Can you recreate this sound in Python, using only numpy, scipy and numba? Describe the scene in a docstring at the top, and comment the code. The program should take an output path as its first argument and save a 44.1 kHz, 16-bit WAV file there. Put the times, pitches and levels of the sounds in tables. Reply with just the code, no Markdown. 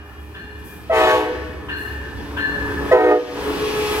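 """A diesel passenger train rolls up to a platform, its bell striking steadily from the start.
Air spits over the engine's drone, the fans and the wheels. Near 0.9 s the five reeds of the
air horn sound a short, bright chord from ahead. The train grows louder, and near 2.9 s the horn
sounds again from beside the engine, loud and dull, while a gain control ducks under it.
The bell drops in pitch as it passes, and the machinery whines close by."""
import sys
import numpy as np
from scipy import signal
from scipy.fft import rfft, irfft, next_fast_len
from scipy.io import wavfile
from scipy.ndimage import uniform_filter1d, map_coordinates
from numba import njit

SR = 44100
rng = np.random.default_rng(int(sys.argv[2]) if len(sys.argv) > 2 else 0)


def to_wav(sig):
    """Store sig (one row per channel, or 1-D mono) as 16-bit WAV at the path in sys.argv[1].

    Samples outside -1..1 are clipped; the rate is SR.
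    """
    pcm = np.clip(np.atleast_2d(sig), -1, 1) * 32767
    pcm = np.round(pcm).astype(np.int16)
    wavfile.write(sys.argv[1], SR, pcm.T)  # frames by channels


N = 176400


def amp(db):
    """Turn decibels into a gain."""
    return 10 ** (np.asarray(db) / 20)


def along(points, hz):
    """Read a value between rows of (Hz, value), on a log frequency scale."""
    freqs, values = np.transpose(points)
    return np.interp(np.log(hz + 1), np.log(freqs + 1), values)


def curves(rows):
    """Turn each column after the time into one value per sample."""
    times, *columns = np.transpose(rows)
    return [np.interp(np.arange(N) / SR, times, column) for column in columns]


def wobble(rate, size=N):
    """A smooth random curve through `rate` points a second."""
    return map_coordinates(rng.standard_normal(2048), [np.arange(size) * rate / SR], mode="wrap")


def filtered(x, response):
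    """Scale each frequency of x by response(hz)."""
    size = next_fast_len(N + SR // 2)
    return irfft(rfft(x, size) * response(np.fft.rfftfreq(size, 1 / SR)), size)[..., :N]


def add(track, start, x):
    """Mix x into the track at a start time in seconds."""
    i = round(start * SR)
    x, i = x[..., max(-i, 0):], max(i, 0)
    track[..., i:i + x.shape[-1]] += x[..., :N - i]


def panned(db):
    """Two gains that make the left db louder than the right."""
    return amp([[db / 2], [-db / 2]])


def spread(x, lag_s):
    """The sound reaches the left side lag_s after the right."""
    return filtered(x, lambda hz: np.exp(1j * np.pi * hz * lag_s * np.array([[-1], [1]])))


# How alike the two sides are. Each row: frequency in Hz, likeness (1 the same, -1 opposite).
LIKENESS = [(60, 0.89), (450, 0.7), (1000, 0.94), (2000, -0.4), (4000, 0.87), (8000, -0.21), (12000, 0.24)]
def mid_side(hz):
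    """Gains for the part both sides share (mid) and the part where they differ (side)."""
    angle = np.arccos(np.clip(along(LIKENESS, hz), -1, 1)) / 2
    return np.array([np.cos(angle), np.sin(angle)])


def rush(colour, patchy_db=1.3):
    """Stereo noise of a given colour, with random louder and softer patches."""
    cells = signal.stft(rng.standard_normal((2, N)), nperseg=1024)[2]
    patches = uniform_filter1d(rng.standard_normal(cells.shape[1:]), size=3, axis=0)
    patches = uniform_filter1d(patches, size=12, axis=1)
    patches /= np.sqrt(np.mean(patches ** 2))
    pair = signal.istft(cells * amp(patchy_db * patches), nperseg=1024)[1][:, :N]
    mid, side = filtered(pair, lambda hz: amp(along(colour, hz)) * mid_side(hz))
    return np.array([mid + side, mid - side]) / mid.std()


# The street's echo. Each row: frequency in Hz, seconds to fade by 60 dB.
ECHO_TIMES = [(200, 1.27), (450, 1.68), (750, 0.55), (2000, 1.9), (5000, 0.41), (12000, 0.3)]
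def street_echo(x):
    """Trees, fences and houses scatter the sound into a fading tail."""
    hz, t, cells = signal.stft(rng.standard_normal((2, SR)), SR, nperseg=256)
    fade_s = along(ECHO_TIMES, hz)[:, None]
    fade = amp(-60 * t / fade_s) * (1 - np.exp(-t / 0.012)) / np.sqrt(fade_s)
    mid, side = signal.istft(cells * fade * mid_side(hz)[..., None], SR, nperseg=256)[1]
    tail = np.array([mid + side, mid - side])
    return signal.fftconvolve(x[None], tail / np.linalg.norm(tail[0]), axes=1)[:, :N]


# Single echoes. Each row: delay in seconds, level in dB compared with the street's echo.
HOUSE_FRONTS = [(0.109, -1.5), (.19, -7), (.37, -30.5)]
def wall_slaps(x, dull_above_hz=498):
    """House fronts throw back late, dull copies of the sound."""
    copies = lambda hz: sum(amp(db) * np.exp(-2j * np.pi * hz * delay) for delay, db in HOUSE_FRONTS)
    return filtered(x, lambda hz: copies(hz) / (1 + (hz / dull_above_hz) ** 4))


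# The train's noise. Each row: time in seconds, then the level in dB of each of the five bands below.
BAND_LEVELS = [(0, -46.5, -51, -48, -58.5, -74), (.5, -42, -50, -49.5, -56.5, -64.5),
               (.85, -39.5, -48, -48.5, -53, -61.5), (1.35, -36.5, -40.5, -40.5, -43, -59),
               (1.62, -37.5, -46, -43, -53.5, -63), (2.1, -36.5, -41, -41.5, -49.5, -60.5),
               (2.5, -33.5, -37.5, -38, -47.5, -58), (2.88, -30.5, -32, -33, -43.5, -52.5),
               (3.24, -42.5, -35, -41, -38.5, -54.5), (3.449, -35, -26, -29, -35.5, -43.5),
               (3.701, -35, -29, -33.5, -32, -42.5), (4, -37.5, -29, -28, -32, -37)]
# The colour of each band, low to high. Each row: frequency in Hz, level in dB.
RUMBLE = [(20, -44), (40, -19), (62, 2.5), (80, 1), (110, -7.5), (160, -9.5), (230, -9), (330, -9.5),
          (700, -91)]
BODY = [(120, -5), (230, -3), (290, 5), (420, 7.5), (520, 0.5), (650, -11), (1000, -41)]
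MIDDLE = [(400, -17), (650, -5), (880, 0.5), (1300, -2.5), (1750, -3.5), (2100, -12), (3200, -31)]
TREBLE = [(1200, -74), (1900, -1.5), (2800, -0.5), (3600, -5), (4800, -7.5), (6000, -11), (9000, -34)]
FIZZ = [(3500, 6), (5500, -25.5), (7200, 8), (11500, 11.5), (15500, 3)]
def rolling():
    """Wheels, exhaust and cooling air: five bands of noise that swell as the engine nears."""
    bands = zip(curves(BAND_LEVELS), (RUMBLE, BODY, MIDDLE, TREBLE, FIZZ))
    noise = sum(amp(db + .8 * wobble(15)) * rush(colour) for db, colour in bands)
    return spread(noise, lag_s=.00006)


# Puffs of air. Each row: start in seconds, fade time in seconds, level in dB.
SPITS = [(0.028, 0.22, -60.5), (.19, 0.23, -62.5), (0.571, 0.069, -56), (0.638, 0.17, -46.5),
         (1.758, 0.18, -47)]
# Their colour. Each row: frequency in Hz, level in dB.
SPIT_COLOUR = [(3000, -28), (5000, -9), (7200, -2.5), (12000, 4), (15500, 1)]
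def air_spits():
    """Compressed air escapes in short hisses."""
    level, t = np.zeros(N), np.arange(SR) / SR
    for start, length, db in SPITS:
        add(level, start, amp(db) * (1 - np.exp(-t / 0.02)) * np.exp(-(t / length) ** 2))
    return level * rush(SPIT_COLOUR)


# Thin tones. Each row: pitch in Hz, loudest moment in seconds, fade time in seconds, level in dB.
WHINES = [(2420, 0.46, 5.1, -56), (1106, 3.71, 0.37, -35), (485, 3.71, .4, -33.5)]
def whines():
    """Machinery whines swell as each unit faces the platform, wavering differently on each side."""
    out, t = np.zeros((2, N)), np.arange(N) / SR
    for hz, peak_s, length, db in WHINES:
        swell = np.exp(-((t - peak_s) / length) ** 2)
        for side in out:
            side += swell * amp(db + 3 * wobble(14)) * np.sin(2 * np.pi * hz * t + .6 * wobble(25))
    return out


# Two fans. Each row: time in seconds, low pitch in Hz, its level in dB, high pitch in Hz, its level.
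FAN_TONES = [(0, 299.8, -46, 405.6, -46), (.6, 301, -53, 421, -44.5), (1.6, 290.6, -43.5, 416, -41),
             (2.3, 286, -37, 426.2, -39.5), (2.85, 282.7, -29, 423.4, -28), (3.25, 285, -30.5, 426, -34.5),
             (3.5, 283.1, -27.5, 424.6, -23), (4, 279.4, -39, 423.6, -18)]
# The high fan's harmonics. Each row: multiple of the pitch, level in dB.
HIGH_FAN_HARMONICS = [(1, -1), (2, -15), (3, -16.5), (4, -18.5), (6, -19), (7, -27.5), (8, -17)]
def fans(octave_db=-13.5):
    """Cooling fan blades hum two unsteady tones: a low one with its octave, and a whining high one."""
    low_hz, low_db, high_hz, high_db = curves(FAN_TONES)
    low_fan = (low_hz, low_db, [(1, 0.002), (2, octave_db)])
    high_fan = (high_hz, high_db, HIGH_FAN_HARMONICS)
    out = np.zeros((2, N))
    for hz, db, harmonics in (low_fan, high_fan):
        phase = 2 * np.pi * np.cumsum(hz) / SR
        for k, level in harmonics:
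            waver = 0.86 * wobble(18) + 0.21 * wobble(17) * np.array([[1], [-1]])
            out += amp(db + level + 2.9 * wobble(21)) * np.sin(k * phase + waver)
    return out


# The diesel. Each row: time in seconds, firings per second, level in dB.
FIRING = [(0, 72.6, -40), (.55, 70.6, -42.5), (1.2, 70.43, -36.5), (1.6, 69.4, -38.5), (2.2, 70.14, -33),
          (2.8, 69.1, -35), (3.4, 67.7, -49), (4, 68.6, -49)]
# Its tones. Each row: multiple of the firing rate, level in dB.
ENGINE_TONES = [(1, -2), (1.5, -13.5), (2.5, -24.5)]
def engine(throb_db=3.5):
    """The firing cylinders make a low, throbbing drone."""
    hz, db = curves(FIRING)
    phase = 2 * np.pi * np.cumsum(hz) / SR
    drone = np.zeros(N)
    for k, level in ENGINE_TONES:
        drone += amp(db + level + throb_db * wobble(9.28)) * np.sin(k * phase + .5 * wobble(15))
    return np.sqrt(2) * drone


# Bell strokes. 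Each row: start in seconds, level in dB, extra treble in dB, left over right in dB.
STROKES = [(-.32, -28.5, 7, -4), (0.343, -39, 0.5, -1), (1.015, -33.5, 4, 1), (1.683, -29.5, 2, 0.5),
           (2.366, -25, -3, 3.5), (3.039, -39, -13, 0), (3.709, -49, -4, 5)]
# The ring. Each row: pitch in Hz, level in dB, seconds to fade by 60 dB, seconds to swell.
BELL_TONES = [(1021, -2.5, 0.081, 0.0035), (1576, -0.5, 0.66, 0.0014), (1630, -25, .8, .01),
              (1744, 5, 0.91, 0.012), (1788, -3.5, 1.04, 0.022), (2570, -21.5, 1.4, 0.004),
              (2780, -11, 0.65, .005), (2860, -10, 0.98, 0.005), (2800, -17, 0.46, 0.0053),
              (3510, -13, 0.35, 0.0055), (4150, -5, 0.35, 0.1), (4220, 4, 0.26, 0.083)]
# Where the extra treble goes. Each row: frequency in Hz, share of it.
TREBLE_SHARE = [(1800, 0), (2800, 1)]
# The pitch drop of the passing bell. Each row: time in seconds, pitch multiplier.
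DOPPLER = [(0, 1.002), (1.9, 1.0), (2.45, .994), (2.85, .984), (3.4, .96), (4, .95)]
# The noise of the hit. Each row: frequency in Hz, level in dB.
CLANG_COLOUR = [(400, -19), (950, -8), (1600, 2), (2200, -8.5), (3000, -3), (5000, -34), (12000, -32)]
def bell(clang_db=-3, clang_fade_s=0.36, echo_db=-1.5, wall_s=0.33, wall_db=-8.5, wall_dull_hz=2200):
    """Each stroke clangs, then the metal rings and wavers; a far wall sends the ring back."""
    ring, clang, t = np.zeros((2, N)), np.zeros(N), np.arange(SR) / SR
    for start, db, treble_db, pan_db in STROKES:
        doppler_time = np.cumsum(np.interp(start + t, *np.transpose(DOPPLER))) / SR
        for hz, level, fade_s, swell_s in BELL_TONES:
            phase = 2 * np.pi * hz * doppler_time + 1.4 * wobble(80, size=SR)
            struck_db = db + level + treble_db * along(TREBLE_SHARE, hz)
            tone_db = struck_db - 60 * t / fade_s + 4 * wobble(35, size=SR)
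            swell = 1 - np.exp(-(t / swell_s) ** 2)
            add(ring, start, panned(pan_db) * amp(tone_db) * swell * np.sin(phase))
        hit_db = db + treble_db / 2 + clang_db - 60 * t / clang_fade_s
        add(clang, start, amp(hit_db) * (1 - np.exp(-t / 0.01)))
    far_wall = lambda hz: np.exp(-2j * np.pi * hz * wall_s) / (1 + (hz / wall_dull_hz) ** 8)
    echoes = amp(wall_db) * filtered(ring, far_wall) + amp(echo_db) * street_echo(ring.mean(axis=0))
    return spread(ring, lag_s=0.00015) + echoes + clang * rush(CLANG_COLOUR)


# The base pitches in Hz of the horn's five reeds, low to high.
REED_HZ = [315, 374, 436, 500, 630]
# Their timing. Each row: delay in seconds, base swell time in seconds, share by which it starts
# sharp, base linger time in seconds. A blast's sluggishness multiplies both base times.
REEDS = [(0.0256, 0.045, 0.03465, 0.024), (0.0165, 0.013, 0.03446, 0.018), (0.0139, 0.012, 0.033, 0.011),
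         (0.0047, 0.0063, 0.03, 0.022), (0.002, 0.00091, 0.0215, 0.0023)]
def horn_chord(t, playing, first_four_db, colour, jitter, flutter):
    """Five reeds speak in turn, start sharp and settle; overtones arrive late and leave early."""
    held, release, sluggish, bloom_s, blare, grow_db_per_s, tuning = playing
    settle_s, sag_per_s, blare_s = .06, .065, 0.027
    chord, size = np.zeros(len(t)), len(t)
    for hz, (delay, swell, sharp, linger), levels in zip(REED_HZ, REEDS, first_four_db):
        age = np.maximum(t - delay, 0)
        bend = sharp * np.exp(-age / settle_s) - sag_per_s * (t - held / 2)
        pitch = hz * tuning * (1 + bend + jitter * wobble(170, size))
        phase = 2 * np.pi * np.cumsum(pitch) / SR
        speak = (1 - np.exp(-age / (swell * sluggish))) * np.exp(flutter * wobble(130, size))
        bloom = 1 - np.exp(-age / bloom_s)
        for k in range(1, 17):
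            tone_hz = k * hz
            db = levels[k - 1] if k <= len(levels) else along(colour, tone_hz)
            growth_db = grow_db_per_s * (k > 1) * (np.minimum(t, held) - held / 2)
            rise = speak * bloom ** min((tone_hz / 2530) ** 2, 3)
            closing = (np.maximum(t - held - linger * sluggish / k, 0) / release) ** 2
            fall = np.exp(-closing * (.5 + min(tone_hz / 1420, 1)))
            # The first reeds to speak get all the air, so the start blares.
            burst = 1 + blare * min(tone_hz / 1200 + .5, 2) * np.exp(-t / blare_s)
            # Each tone fades and swells as its paths through the air shift.
            drift_db, waver = 3.6 * wobble(19, size), .6 * wobble(24, size)
            tone = np.sin(k * phase + waver + rng.uniform(0, 2 * np.pi))
            chord += amp(db + growth_db + drift_db) * rise * fall * burst * tone
    return chord


# Two blasts. 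Each row: start, hold and release in seconds, sluggishness of the reeds, overtone swell
# time in seconds, opening blare, overtone growth in dB per second, level in dB, pitch multiplier,
# air hiss and echo in dB compared with that level, left over right in dB.
BLASTS = [(.894, 0.1926, 0.14, 3.9, 0.048, 0.92, -8, -18.5, 1.003, -7.5, -10.5, 0.1),
          (2.911, 0.2, 0.062, 0.51, 0.0043, 2.26, 19, -12.5, .983, -23.5, -18, -1.5)]
# The horn from ahead and from beside. Each row: one reed's first four harmonics in dB.
FIRST_FOUR_AHEAD = [(-0.33, -38, 0.5, -14.5), (-5.8, -0.5, -2, -9), (0.47, 1, -9.5, -4),
                    (0.51, -6, -21, -11.5), (2.2, -11.5, -16, -14.5)]
FIRST_FOUR_BESIDE = [(-4, -2.5, -7, -10.5), (-1.5, -0.5, -18, -23), (3.5, -10.5, -12.5, -19),
                     (4, -12, -18.5, -23), (-4.5, -15.5, -8, -43)]
# The colour of the higher harmonics, and of the air. Each row: frequency in Hz, level in dB.
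COLOUR_AHEAD = [(1500, -3.5), (2000, -10), (3000, -16), (5000, -29.5), (8000, -29), (15000, -80)]
COLOUR_BESIDE = [(1500, -15.5), (2100, -20.5), (2500, -27), (4000, -42), (8000, -54.5), (15000, -73)]
AIR_COLOUR = [(200, -4), (600, -11), (1500, 0), (3000, -4), (5500, -15), (8000, -23.5), (12000, -16),
              (16000, -39)]
def horn():
    """Air rasps through the reeds in two blasts, and the street echoes each chord."""
    out, t = np.zeros((2, N)), np.arange(int(.6 * SR)) / SR
    hiss = rush(AIR_COLOUR) * np.exp(0.2 * wobble(430))
    ahead = dict(first_four_db=FIRST_FOUR_AHEAD, colour=COLOUR_AHEAD, jitter=.009, flutter=.2)
    beside = dict(first_four_db=FIRST_FOUR_BESIDE, colour=COLOUR_BESIDE, jitter=.0075, flutter=.2)
    for row, voice in zip(BLASTS, (ahead, beside)):
        start, held, release, sluggish, bloom_s, blare, grow, db, tuning, air_db, echo_db, pan_db = row
        playing = (held, release, sluggish, bloom_s, blare, grow, tuning)
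        blast, air = np.zeros(N), np.zeros(N)
        add(blast, start, amp(db) * horn_chord(t, playing, **voice))
        airflow = (1 - np.exp(-t / bloom_s)) ** 3 * np.exp(-(np.maximum(t - held, 0) / release) ** 2)
        add(air, start, amp(db + air_db) * airflow)
        echoes = amp(echo_db) * (street_echo(blast) + wall_slaps(blast))
        out += spread(blast, lag_s=0.00013) * panned(pan_db) + echoes + air * hiss
    return out


# The stereo balance. Each row: frequency in Hz, left over right in dB.
BALANCE = [(60, -2), (200, -.5), (400, 0), (700, 0), (1300, 3), (2400, 2.5), (4400, -0.5), (15000, 0.5)]
def scene():
    """The whole train, heard from the platform."""
    train = horn() + bell() + rolling() + spread(engine() + fans(), lag_s=.0001) + whines() + air_spits()
    return filtered(train, lambda hz: amp(along(BALANCE, hz) * np.array([[.5], [-.5]])))


@njit
def follow(target, attack, release):
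    """Follow a curve, quickly upward and slowly downward."""
    out, now = np.zeros(len(target)), 0.0
    for i in range(len(target)):
        now += (target[i] - now) * (attack if target[i] > now else release)
        out[i] = now
    return out


def record(dry):
    """A gain control turns loud moments down; peaks are rounded and the highest treble is cut."""
    threshold_db, squeeze, attack_s, release_s, top_hz = -15, 0.74, 0.02, 0.29, 15800
    power = uniform_filter1d(np.mean(dry ** 2, axis=0), size=600)
    excess_db = np.maximum(10 * np.log10(np.abs(power) + 1e-12) - threshold_db, 0)
    cut_db = follow(squeeze * excess_db, 1 / (attack_s * SR), 1 / (release_s * SR))
    ducked = dry * amp(-cut_db)
    rounded = ducked / (1 + ducked ** 8) ** (1 / 8)
    return filtered(rounded, lambda hz: hz < top_hz)


dry = scene()
out = record(dry)
to_wav(out)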